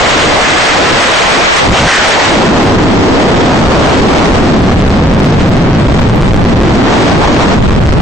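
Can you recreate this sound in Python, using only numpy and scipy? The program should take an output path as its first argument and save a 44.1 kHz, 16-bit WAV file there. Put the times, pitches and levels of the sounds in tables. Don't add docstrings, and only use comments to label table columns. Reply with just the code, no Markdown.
import sys
import numpy as np
from scipy import signal
from scipy.fft import rfft, irfft, next_fast_len
from scipy.io import wavfile
from scipy.ndimage import uniform_filter1d, map_coordinates

SR = 44100
rng = np.random.default_rng(int(sys.argv[2]) if len(sys.argv) > 2 else 0)


def wrap_up_sound(samples):
    columns = np.atleast_2d(samples).T
    tamed = np.clip(columns, -1, 1)
    steps = np.round(tamed * 32767).astype(np.int16)
    wavfile.write(sys.argv[1], SR, steps)


def linear_from_db(decibels):
    return 10 ** (np.asarray(decibels, float) / 20)


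N = 353241


def unit(x):
    return x / np.sqrt(np.mean(x ** 2) + 1e-20)


def curves(rows):
    s, *columns = np.transpose(rows)
    return [np.interp(np.arange(N) / SR, s, column) for column in columns]


def ruled(rows, control):
    x, *columns = np.transpose(rows)
    below = np.minimum(control - x[0], 0)
    values = []
    for column in columns:
        slope = (column[1] - column[0]) / (x[1] - x[0])
        values.append(np.interp(control, x, column) + slope * below)
    return values


def wobble(knots_per_s):
    knots = rng.standard_normal(int(N * knots_per_s / SR) + 4)
    return map_coordinates(knots, [np.arange(N) * knots_per_s / SR])


def coloured(x, points):
    size = next_fast_len(N + 8192)
    hz, db = np.transpose(points)
    log_hz = np.log(np.fft.rfftfreq(size, 1 / SR) + 1)
    gain = linear_from_db(np.interp(log_hz, np.log(hz), db))
    return irfft(rfft(x, size) * gain, size)[..., :N]


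def noise(spectrum):
    return coloured(rng.standard_normal((2, N)), spectrum)


def eddies(noise_pair, alike, lumps_db, lumps_per_s):
    shared, opposed = unit(noise_pair)
    turn = np.arccos(np.clip(alike, -.99, .995)) / 2
    pair = np.cos(turn) * shared + np.sin(turn) * opposed * [[1], [-1]]
    return unit(pair * linear_from_db(lumps_db * wobble(lumps_per_s)))


# frequency in Hz, density in dB per Hz.
BUFFET_SPECTRUM = [(8, -13.5), (20, 0.5), (80, -0.5), (160, -11), (500, -45.5), (2000, -79)]


def buffet(alike):
    return eddies(noise(BUFFET_SPECTRUM), alike, lumps_db=1.0, lumps_per_s=9)


# multiple of the centre frequency, level in dB.
WAKE_HUMP = [(.1, -15), (.45, -5), (1, -1.5), (1.6, -5), (3.5, -23), (15, -79.5), (60, -110)]


def wake(centre_hz, alike):
    hz, s, z = signal.stft(rng.standard_normal((2, N)), SR, nperseg=2048)
    centre = np.interp(s * SR, np.arange(N), centre_hz)
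    multiple, db = np.transpose(WAKE_HUMP)
    hump = linear_from_db(np.interp(np.log((hz[:, None] + 1) / centre), np.log(multiple), db))
    hump = hump / np.sqrt(np.mean(hump[(hz > 90) & (hz < 330)] ** 2, axis=0))
    roar = signal.istft(z * hump, nperseg=2048)[1][:, :N]
    return eddies(roar, alike, lumps_db=1.5, lumps_per_s=14)


# frequency in Hz, density in dB per Hz.
RUSH_SPECTRUM = [(100, -27), (330, -8.5), (550, 1.5), (800, 1), (1200, -5.5), (2500, -35), (12000, -53.5)]


def rush(alike):
    return eddies(noise(RUSH_SPECTRUM), alike, lumps_db=1.5, lumps_per_s=25)


# frequency in Hz, density in dB per Hz.
HISS_SPECTRUM = [(400, -24), (1100, 0), (2000, 0.5), (3200, -5.5), (5000, -16), (8000, -16), (16000, -28.5)]


def hiss(alike):
    return eddies(noise(HISS_SPECTRUM), alike, lumps_db=1.5, lumps_per_s=60)


# start in seconds, length in seconds, shelter gained,
# likeness gained, thump in dB.
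WAKE_SWEEPS = [
    (1.46, .09, -.05, -.6, -3),
    (1.6, .07, .1, -.5, 0),
    (1.672, .07, .2, .2, 10),
    (1.745, .04, .16, .3, -2),
    (1.79, .088, .13, .4, 13),
    (1.88, .1, -.05, .3, -1),
]


def sweeps():
    t, edge_s = np.arange(N) / SR, 0.018
    total = 0
    for s, length_s, *gains in WAKE_SWEEPS:
        inside_s = np.minimum(t - s, s + length_s - t)
        gate = np.clip(inside_s / edge_s + .5, 0, 1)
        total = total + gate * np.array(gains)[:, None]
    return total


# time in seconds, shelter of the ports 0 to 1, wake eddy size in Hz,
# yaw 0 to 1.
HEAD = [(0, 0.08, 323, 0.4), (.95, 0.06, 314, .2), (1.3, 0.01, 300, 0.5), (2.17, 0, 320, 0.2),
        (2.45, 0.4, 260, 0), (2.85, 0.7, 229, .2), (3.25, .42, 300, 0.3), (3.65, .52, 241, .2),
        (4.2, .45, 279, .2), (4.75, 1, 167.4, 0.05), (5.85, 0.93, 169.3, 0.06), (6.1, 0.96, 137.3, .1),
        (6.38, 0.93, 130.6, 0.38), (6.6, 1, 186, 0.05), (6.95, .5, 237, 0.3), (7.52, 0.55, 227, 0.3),
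        (7.6, 1, 131, 0.8), (8.01, 0.85, 130.6, 0.2)]
# shelter 0 to 1, then buffet, wake, rush and hiss in dB.
LEVELS = [(0, -28, -19, -12, -9.5), (.5, -15.5, -5, -10.5, -22), (1, -11.5, 1.5, -22.5, -27.5)]
ALIKE = [(0, 0.68, 0.6, 0.46), (.5, 0.898, 0.71, .3), (1, .96, .8, 0)]
SWING_DB = (3.1, 1.87, 1.5, 1.5)


def airflow():
    shelter, wake_hz, yaw = curves(HEAD)
    swept, matched, thump_db = sweeps()
    wake_hz = wake_hz / 2 ** (thump_db / 14)
    shelter = shelter + swept + 0.035 * wobble(knots_per_s=14)

    levels_db = [db + swing_db * wobble(knots_per_s=12)
                 for db, swing_db in zip(ruled(LEVELS, shelter), SWING_DB)]
    buffet_db, wake_db, rush_db, hiss_db = levels_db
    yaw_unlike = 0.39
    low, middle, high = [alike + matched - yaw_unlike * yaw for alike in ruled(ALIKE, shelter)]

    big_octaves = np.maximum(np.log2(172.8 / wake_hz), 0)
    buffet_db = buffet_db + thump_db + 11.5 * big_octaves
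    wake_db = wake_db + thump_db - 16 * big_octaves
    large = linear_from_db(buffet_db) * buffet(low) + linear_from_db(wake_db) * wake(wake_hz, low)
    return large + linear_from_db(rush_db) * rush(middle) + linear_from_db(hiss_db) * hiss(high)


# time in seconds, pitch in Hz, level in dB.
STRAP_EDGE = [
    (1.86, 1550, -50),
    (1.878, 1600, -7),
    (1.93, 1850, -6.5),
    (2.0, 1650, -10),
    (2.08, 1550, -18),
    (2.15, 1500, -50),
]


def strap_edge():
    hz, db = curves(STRAP_EDGE)
    return linear_from_db(db) * wobble(knots_per_s=800) * np.sin(2 * np.pi * np.cumsum(hz) / SR)


# start in seconds, length in ms, direction -1 or 1.
SHOVES = [(4.815, 6.3, 1), (4.897, 5.8, -1), (5.14, 6.7, -1), (5.194, 6.5, 1), (5.245, 6.6, -1),
          (5.56, 6.9, 1), (6.032, 6.8, -1), (6.09, 6.5, -1), (6.215, 7.5, 1), (6.335, 7.8, -1),
          (6.366, 8.8, 1), (6.442, 8.2, 1), (6.605, 6.8, 1), (6.625, 8, -1), (7.697, 9.5, 1),
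          (7.721, 5.6, -1), (7.755, 6.8, 1), (7.864, 8, -1), (7.93, 6.5, 1)]


def shoves():
    push, rim = np.zeros(N), round(.0012 * SR)
    for s, ms, direction in SHOVES:
        shape = np.pad(np.ones(round(ms * SR / 1000)), rim, constant_values=-1)
        push[round(s * SR) - rim:][:len(shape)] = direction * shape
    return linear_from_db(8) * uniform_filter1d(push, size=24)


def scene():
    return airflow() + shoves() + strap_edge()


def overload(x, drive_db, hard):
    rail = .46
    x = x * linear_from_db(drive_db)
    return x / (1 + np.abs(x / rail) ** hard) ** (1 / hard)


def grit(x, db, size, clean_bins):
    z = signal.stft(x, nperseg=size)[2]
    level = np.sqrt(np.abs(uniform_filter1d(np.abs(z) ** 2, size=size // 50, axis=1)))
    error = rng.standard_normal(z.shape) + 1j * rng.standard_normal(z.shape)
    error[:, :clean_bins] = 0
    return signal.istft(z + linear_from_db(db) * level * error, nperseg=size)[1][:, :N]


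# frequency in Hz, limit in dB against the hiss.
DROP_MID = [(3000, -28), (5700, -12), (7000, -9), (8300, -6.5), (9000, -2), (9600, 2), (11000, 3)]
# frequency in Hz, limit in dB against the hiss.
DROP_SIDE = [(1500, -18), (3500, -3), (4700, 1), (5700, 5), (7000, 8), (8300, 9), (11000, 9)]


def thinned(pair, ragged_db):
    hz, _, z = signal.stft(pair, SR, window="cosine", nperseg=4096)
    hiss_band = z[:, (hz > 6000) & (hz < 7500)]
    hiss_level = np.sqrt(np.mean(np.abs(hiss_band) ** 2, axis=(0, 1)))
    hiss_level = hiss_level * (hiss_level / hiss_level.mean()) ** .25
    limit_db = np.array([np.interp(hz, *np.transpose(drop)) for drop in (DROP_MID, DROP_SIDE)])
    bands_db = ragged_db * unit(uniform_filter1d(rng.standard_normal(z.shape), size=32, axis=1))
    kept = np.abs(z) > hiss_level * linear_from_db(limit_db[..., None] + bands_db)
    return signal.istft(z * kept, window="cosine", nperseg=4096)[1][:, :N]


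# time in seconds, port 0 or 1.
TICKS = [(.355, 1), (.422, 0), (.441, 1), (.703, 1), (.893, 1), (1.01, 1), (1.981, 1)]


def ticks():
    out = np.zeros((2, N))
    for s, port in TICKS:
        out[port, round(s * SR):][:3] += linear_from_db(-30.5) * np.array([-.5, 1, -.5])
    return out


# start in seconds, peak in dB, frequency in Hz.
SPLASHES = [(2.635, -34, 13300), (4.7382, -42, 13100), (4.8904, -43, 12600), (5.1942, -41, 12660),
            (5.2496, -39, 12300), (5.4905, -32, 13600), (5.5634, -62, 12500), (6.0059, -37, 12700),
            (6.1575, -35, 12100), (6.3416, -38, 12500), (6.3705, -53, 13500), (6.4504, -50, 11700),
            (7.051, -59, 12700), (7.5588, -47, 12400), (7.8103, -43, 12600), (7.9225, -51, 11800)]


def splashes():
    out, t = np.zeros((2, N + 400)), np.arange(400) / SR
    burst = np.exp(-((t - .003) / .0012) ** 2)
    for s, db, hz in SPLASHES:
        smooth = uniform_filter1d(uniform_filter1d(rng.standard_normal((2, 400)), size=16), size=16)
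        ragged = 1 + 1.8 * smooth
        out[:, round(s * SR):][:, :400] += linear_from_db(db) * ragged * burst * np.sin(2 * np.pi * hz * t)
    return out[:, :N]


def sharp_edges():
    marks = np.zeros(N)
    marks[[round(row[0] * SR) for row in list(SPLASHES) + list(SHOVES)]] = 1
    return np.clip(np.convolve(marks, np.hanning(1200), "same") * 1.5, 0, 1)


def band_limit(x):
    return signal.sosfilt(signal.butter(12, 19000, fs=SR, output="sos"), x)


# frequency in Hz, level in dB.
RECORDER_COLOUR = [(20, 0), (1500, 0), (3000, -1), (6000, -1.5), (8000, -4), (9000, -6.5), (10300, -12),
                   (11300, -90)]


def record(dry):
    left, right = overload(dry, drive_db=15.0, hard=8.4)
    pair = np.array([left + right, left - right]) / 2
    gritty = grit(pair, db=-13.0, size=256, clean_bins=3)
    gritty = grit(gritty, db=-6.5, size=1024, clean_bins=70)
    sharp = sharp_edges()
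    gritty = gritty + .6 * sharp * (pair - gritty)
    full = coloured(gritty, RECORDER_COLOUR)
    thin = thinned(full, ragged_db=5.5)
    mid, side = thin + 0.48 * sharp * (full - thin)
    mix = np.array([mid + side, mid - side]) + ticks() + splashes()
    return band_limit(np.clip(mix, -1, 1))


dry = scene()
out = record(dry)
wrap_up_sound(out)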